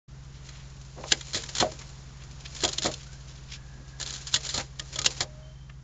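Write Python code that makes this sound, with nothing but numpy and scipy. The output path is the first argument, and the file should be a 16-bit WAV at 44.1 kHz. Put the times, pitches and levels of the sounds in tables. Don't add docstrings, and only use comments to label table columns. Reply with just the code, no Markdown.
import sys
import numpy as np
from scipy import signal
from scipy.fft import rfft, irfft
from scipy.io import wavfile
from scipy.ndimage import uniform_filter1d

SR = 44100
rng = np.random.default_rng(int(sys.argv[2]) if len(sys.argv) > 2 else 0)


def to_wav(sig):
    pcm = np.clip(np.atleast_2d(sig), -1, 1) * 32767
    pcm = np.round(pcm).astype(np.int16)
    wavfile.write(sys.argv[1], SR, pcm.T)


N = 257367
TIME = np.arange(N) / SR

# frequency in Hz, rms level in dB.
MOTOR_PARTIALS = [(53.2, -50), (66.5, -52), (132.7, -48), (154.8, -58), (177.0, -73), (199.2, -66.5)]
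# frequency in Hz, relative density in dB.
AIR_SPECTRUM = [(15, -0.5), (45, -4.5), (100, -0.5), (200, -10), (300, -10.5), (500, -16), (1000, -16),
                (1700, -18), (2400, -22.5), (6800, -22), (9000, -27.5), (14000, -58)]
SNAP_SPECTRUM = [(150, -31), (600, -11.5), (1200, -7.5), (2000, -19.5), (2600, 0), (3300, 5.5), (4300, 1),
                 (5600, 1), (7200, 2), (9000, 4.5)]
SCRAPE_SPECTRUM = [(100, -12), (300, -4), (700, -6), (1100, -6), (1700, -6.5), (2400, -3.5), (3500, -1.5),
                   (5500, 0.1), (7000, 0), (9000, -2)]
THUD_SPECTRUM = [(40, -9.5), (90, 12.5), (200, 2.5), (350, 4), (700, 0), (1300, -3.5), (2400, -13),
                 (5000, -20)]
RASP_SPECTRUM = [(100, -11), (300, -4), (700, -10), (1200, -7), (1600, -2), (2400, -9.5), (3500, 4),
                 (5500, -0.5), (7000, 1), (9000, -0.5)]
# midpoint in seconds, level in dB, centre in Hz, width in seconds.
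NOISE_SWELLS = [(0.102, -56, 5500, 0.02), (0.36, -54.5, 3480, 0.038), (0.536, -55.5, 2400, 0.13),
                (0.995, -45, 380, 0.037), (1.091, -43.5, 5800, 0.061), (1.612, -33.5, 2080, .019),
                (1.818, -53.5, 1430, 0.018), (2.221, -54.5, 2200, 0.026), (2.46, -42.5, 3100, .016),
                (3.011, -52, 2750, 0.022), (3.322, -56, 4300, 0.18), (3.527, -42, 3650, 0.044),
                (3.78, -56, 260, 0.064), (4.099, -58, 1820, 0.15), (4.587, -40, 1500, 0.043),
                (5.7, -52, 1570, 0.0076)]
# frequency in Hz, bandwidth in Hz, gain in dB.
EDGE_RESONANCES = [(1640, 39, -1.5), (2326, 90, -5), (3020, 37, -11), (3280, 47, -10.5), (4206, 180, 0),
                   (4920, 130, -5.5), (5350, 34, -2), (6130, 60, -3), (6780, 75, 2.5), (7140, 360, -5.5)]
# frequency in Hz, level in dB, T60 in seconds.
RAIL_MODES = [(151, -10, 0.14), (197, -18.5, 0.078), (280, -14, 0.03), (320, 2.5, .11), (347.3, -1.5, 0.15),
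              (452, -4, 0.3), (540.6, -5, 0.12), (557, 2, 0.089), (632, -1, 0.14), (715, -17.5, 0.04),
              (771, -3, 0.11), (835, -2, 0.073), (876, 4, 0.1), (1005, 8.5, 0.05), (1100, -8.5, 0.032),
              (1255, 5, 0.15)]
# time in seconds, level in dB, relative levels of the rail's body # and of the dull crunch in dB, T60 in
# seconds.
SPLINTER_SNAPS = [(0.4889, -34, -16, -9.5, .033), (1.037, -45, 6, 6.5, 0.022),
                  (1.12, -1, -25.5, -12, 0.013), (1.2103, -26, -21, -12, 0.024),
                  (1.3455, -18.5, -9, -11.5, 0.17), (1.3711, -27, -12, -13, .03),
                  (1.436, -26, -16, -12.5, 0.022), (1.4897, -27.5, -32, -13.5, 0.028),
                  (1.6004, -9, -13.5, -17, 0.034), (1.6075, -16.5, -5.5, -18, 0.082),
                  (1.7177, -32, -5, -13, .03), (2.5646, -31.5, -25, -15, .035),
                  (2.6366, -11.5, -13, -15, 0.03), (2.6478, -11, -14.5, -14.5, 0.038),
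                  (2.729, -22, -28, -18.5, .043), (2.7828, -16, -19.5, -19.5, 0.03),
                  (2.8504, -24, 1, -29, 0.14), (2.8584, -17.5, -13.5, -11.5, 0.075),
                  (2.939, -23.5, -32, -26, 0.015), (3.9998, -24.5, -14.5, -16, 0.071),
                  (4.2695, -25.5, -30, -19, 0.1), (4.341, -6.5, -22.5, -19.5, 0.043),
                  (4.3587, -14.5, -21, -13, 0.049), (4.4909, -21.5, -23, -15, 0.12),
                  (4.541, -20.5, -9, -14.5, 0.21), (4.5774, -16, -11.5, -18.5, 0.022),
                  (4.796, -19, -19.5, -13, 0.017), (4.9578, -22.5, -12, -20, 0.033),
                  (4.9881, -13.5, -15, -13.5, 0.025), (5.0611, -2.5, -32, -23, 0.026),
                  (5.2057, -13.5, -18, -11, 0.053)]
# grip and let-go in seconds, scraping level in dB,
# attack and release in seconds.
TOOTH_GRIPS = [(0.503, 0.56, -52.5, 0.32, 0.2), (1.28, 1.598, -43.5, 0.67, 0.82),
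               (2.596, 2.873, -42, 0.35, 0.48), (4.03, 4.608, -44.5, 0.053, 0.12),
               (4.935, 5.197, -44, 0.27, 0.045)]
# time in seconds, level in dB, pitch in Hz, T60 of the judder in seconds,
# relative level of the preceding heave in dB.
RAIL_JOLTS = [(1.039, -31, 830, 0.037, -25), (1.123, -32, 405, 0.053, -13), (1.626, -15, 686, 0.029, -10),
              (2.645, -25, 685, .07, 0.5), (2.858, -22, 633, 0.089, -5), (4.581, -31, 328, 0.12, -10),
              (5.063, -34, 380, .07, -26), (5.208, -30, 704, 0.15, -24)]
# start in seconds, length in seconds, level in dB.
SKIP_RUNS = [(1.333, .042, -29), (1.551, .004, -23), (1.567, .026, -21.5), (2.605, .028, -29),
             (2.678, .026, -24.5), (2.821, .028, -24), (4.013, .02, -26.5), (4.062, .018, -28.5),
             (4.097, .065, -31), (4.327, .016, -31), (4.449, .024, -28.5), (4.547, .068, -30),
             (5.016, .012, -23.5), (5.046, .013, -22), (5.219, .016, -28)]
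# start in seconds, length in seconds, level in dB, slope in dB per second,
# pitch in Hz, glide in Hz per second, hoarseness from 0 to 1.
FAR_TONES = [(3.059, 0.17, -62, 0, 1420, 1998.5, .95), (3.549, 1, -61.5, -7, 1678, -100, 0.9),
             (5.214, .35, -55, -15, 604, 67, 0.14), (5.42, 0.36, -62.5, -28, 3100, 60, 0.52)]
# frequency in Hz, gain in dB.
TREBLE_ROLLOFF = [(20, 0), (7200, 0), (7600, -8), (7850, -24), (8030, -48), (8350, -21), (8750, -23),
                  (9200, -42)]


def undb(db):
    return 10 ** (np.asarray(db) / 20)


def unit(x):
    return x / np.sqrt(np.mean(x ** 2))


def unit_peak(x, size=100):
    return x / np.sqrt(uniform_filter1d(x ** 2, size).max())


def decay(t, t60):
    return np.exp(-np.log(1000) * t / t60)


def add(out, start, x):
    i = max(int(start * SR), 0)
    out[i:i + len(x)] += x[:N - i]


def colour(x, points, size=4096):
    hz, db = np.transpose(points)
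    grid = np.maximum(np.arange(size // 2 + 1) * SR / size, 1)
    gain = undb(np.interp(np.log(grid), np.log(hz), db))
    cepstrum = irfft(np.log(gain))
    cepstrum[1:size // 2] *= 2
    cepstrum[size // 2 + 1:] = 0
    return signal.fftconvolve(x, irfft(np.exp(rfft(cepstrum))))[:len(x)]


def resonate(x, hz, width):
    return signal.lfilter(*signal.iirpeak(hz, hz / min(width, SR / 4), fs=SR), x)


def drift(rate):
    hold = int(SR / rate)
    steps = np.repeat(rng.standard_normal(N // hold + 1), hold)
    return np.sqrt(2) * uniform_filter1d(uniform_filter1d(steps, hold), hold)[:N]


def motor(waver=0.0021, flutter_db=-0.34):
    clock = np.cumsum(1 + waver * drift(rate=2.86)) / SR
    out = np.zeros(N)
    for hz, db in MOTOR_PARTIALS:
        amplitude = np.sqrt(2) * undb(db + flutter_db * drift(rate=4.3))
        out += amplitude * np.sin(2 * np.pi * (hz * clock + rng.random()))
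    return out


def air(level_db=-52.5, swell_db=1.42):
    noise = unit(colour(rng.standard_normal(N), AIR_SPECTRUM))
    return noise * undb(level_db + swell_db * drift(rate=3.058))


def hiss_and_rubs(width_share=1.47, grain_db=5.5):
    out, t = np.zeros(N), TIME[:SR // 2] - TIME[SR // 4]
    for middle, db, hz, duration in NOISE_SWELLS:
        noise, width = rng.standard_normal(len(t)), width_share * hz
        band = unit(resonate(resonate(noise, hz, width), hz, width))
        add(out, middle + t[0], undb(db) * band * np.exp(-2 * (t / duration) ** 2))
    return out * undb(grain_db * np.tanh(drift(rate=150)))


def fibres(count, rate, spread_db):
    hit = rng.random(count) < rate / SR
    sign = rng.choice([-1, 1], count)
    return hit * sign * undb(spread_db * np.minimum(rng.exponential(size=count), np.pi))


def edge(x, direct=0.93):
    return direct * x + sum(undb(db) * resonate(x, hz, width) for hz, width, db in EDGE_RESONANCES)


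def rail(push, detune=0.02, contact_db=0.5):
    t, chance = TIME[:len(push)], rng.standard_normal((len(RAIL_MODES), 2))
    ring = np.zeros(len(t))
    for k, (hz, db, t60) in enumerate(RAIL_MODES):
        amplitude = (-1) ** k * undb(db + contact_db * chance[k, 0])
        mode_hz = hz * (1 + detune * chance[k, 1])
        ring += amplitude * np.sin(2 * np.pi * mode_hz * t) * decay(t, t60)
    return signal.fftconvolve(push, ring)[:len(push)]


def snaps(splinter_hz=3980, splinter_spread=0.19, strain_db=-16, hold_s=0.0037,
          snap_db=-1, crunch_hz=2050, crunch_width_hz=1800, thump_db=-5, ring_db=-9):
    out, lead = np.zeros(N), SR // 50
    t = TIME[:SR // 6] - TIME[lead]
    for time, db, body_db, crunch_db, t60 in SPLINTER_SNAPS:
        strain = undb(strain_db) * decay(abs(t), t60=0.042)
        release = decay(np.maximum(t - hold_s, 0), t60)
        breaks = unit(fibres(len(t), rate=12000, spread_db=3)) * np.where(t < 0, strain, release)
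        breaks[lead] += 0.96 * np.pi
        crack = edge(colour(breaks, SNAP_SPECTRUM))
        hz = splinter_hz * np.exp(splinter_spread * rng.standard_normal())
        snap = unit_peak(crack + 0.61 * resonate(crack, hz, width=1200))
        band = resonate(breaks, crunch_hz, crunch_width_hz)
        crunch = undb(crunch_db) * unit_peak(edge(resonate(band, crunch_hz, crunch_width_hz)))
        thump = undb(thump_db) * unit_peak(colour(breaks, THUD_SPECTRUM))
        ring = undb(ring_db) * unit_peak(rail(breaks * decay(abs(t), t60=0.014)))
        fracture = undb(snap_db) * (snap + crunch) + undb(body_db) * (thump + ring)
        add(out, time + t[0], undb(db) * fracture)
    return out


def bite_envelope(range_db=23, nuzzle_db=-62):
    nuzzling = (TIME > TOOTH_GRIPS[0][0]) & (TIME < TOOTH_GRIPS[-1][1])
    power = undb(nuzzle_db) ** 2 * nuzzling
    for grip, let_go, db, attack, release in TOOTH_GRIPS:
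        slack = np.maximum(grip - TIME, 0) / attack + np.maximum(TIME - let_go, 0) / release
        power = power + undb(db - range_db * slack) ** 2
    return np.sqrt(power)


def scrape(gain_db=-0.5, flicker_db=1, tick_db=3):
    breaks = fibres(N, rate=5000, spread_db=3)
    crackle = unit(edge(colour(breaks, SCRAPE_SPECTRUM), direct=1.3))
    catches = abs(fibres(N, rate=22, spread_db=3.5))
    ticks = signal.fftconvolve(catches, decay(TIME[:SR // 10], t60=0.086))[:N]
    flicker = undb(gain_db + flicker_db * drift(rate=90))
    return crackle * bite_envelope() * flicker * np.hypot(1, undb(tick_db) * ticks)


def jolts(heave_lead_s=0.011, heave_ratio=0.478, heave_t60=0.23,
          bounce_s=0.019, bounce_db=-11, bounce_ratio=0.864, bounce_t60=0.14):
    for time, db, hz, t60, heave_db in RAIL_JOLTS:
        yield time - heave_lead_s, db + heave_db, hz * heave_ratio, heave_t60
        yield time, db, hz, t60
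        for k in (1, 2):
            yield time + k * bounce_s, db + k * bounce_db, hz * bounce_ratio ** k, bounce_t60


def thuds(width_share=0.33, judder_db=-3, ring_db=-13):
    out, t = np.zeros(N), TIME[:SR // 4]
    for start, db, hz, t60 in jolts():
        onset = np.minimum(hz * t, 1)
        swing = np.sin(2 * np.pi * hz * t) * np.exp(-np.pi * width_share * hz * t) * onset
        impacts = fibres(len(t), rate=4000, spread_db=0) * decay(t, t60)
        rattle = colour(impacts, THUD_SPECTRUM)
        judder = undb(judder_db) * unit_peak(rattle + resonate(rattle, hz, hz / 2))
        ring = undb(ring_db) * unit_peak(rail(swing))
        add(out, start, undb(db) * unit_peak(unit_peak(swing) + judder + ring))
    return out


def rasps(skip_hz=85, jitter=0.35, scatter_db=1.1, gain_db=0.36, max_slips=16):
    force, slip = np.zeros(N), decay(TIME[:SR // 8], t60=0.05)
    for start, length, db in SKIP_RUNS:
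        pace, size = rng.standard_normal((max_slips, 2)).T
        lags = np.cumsum(np.exp(jitter * pace)) / skip_hz
        for lag, slip_db in zip(lags - lags[0], db + scatter_db * size):
            if lag < length:
                add(force, start + lag, undb(slip_db) * slip)
    breaks = fibres(N, rate=11000, spread_db=-1)
    tearing = unit(edge(colour(breaks, RASP_SPECTRUM)))
    return undb(gain_db) * force * tearing


def far_tones(waver=0.0035, flutter_hz=190, attack_s=0.013, release_s=0.07):
    out, wobble, flutter = np.zeros(N), drift(rate=28), drift(rate=flutter_hz)
    for start, length, db, slope, hz, glide, hoarse in FAR_TONES:
        t = TIME[:int(length * SR)]
        cycles = np.cumsum((hz + glide * t) * (1 + waver * wobble[:len(t)])) / SR
        gate = np.minimum(np.minimum(t / attack_s, (length - t) / release_s), 1)
        roughness = np.sqrt(1 - hoarse ** 2) + hoarse * flutter[:len(t)]
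        amplitude = np.sqrt(2) * gate * undb(db + slope * t) * roughness
        add(out, start, amplitude * np.sin(2 * np.pi * cycles))
    return out


def yard(x, t60=0.077, delay_s=0.005, send_db=-18):
    t = TIME[:SR // 2]
    tail = rng.standard_normal(len(t)) * decay(t, t60) * (t > delay_s)
    tail /= np.sqrt(np.sum(tail ** 2))
    tail = colour(tail, [(100, 4.5), (600, 16), (2000, 6.5), (7000, -3.5)])
    return x + undb(send_db) * signal.fftconvolve(x, tail)[:N]


def scene():
    background = motor() + air() + far_tones()
    foreground = yard(snaps() + rasps() + thuds() + scrape() + hiss_and_rubs())
    return (foreground + background)[None]


def record(dry, start_s=0.078, rise_s=0.01, ceiling=0.8, cutoff_hz=9200):
    opened = dry[0] * np.clip((TIME - start_s) / rise_s, 0, 1)
    rounded = ceiling * np.tanh(opened / ceiling)
    lowpass = signal.ellip(8, 0.2, 70, cutoff_hz, fs=SR, output="sos")
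    return signal.sosfilt(lowpass, colour(rounded, TREBLE_ROLLOFF))[None]


dry = scene()
out = record(dry)
to_wav(out)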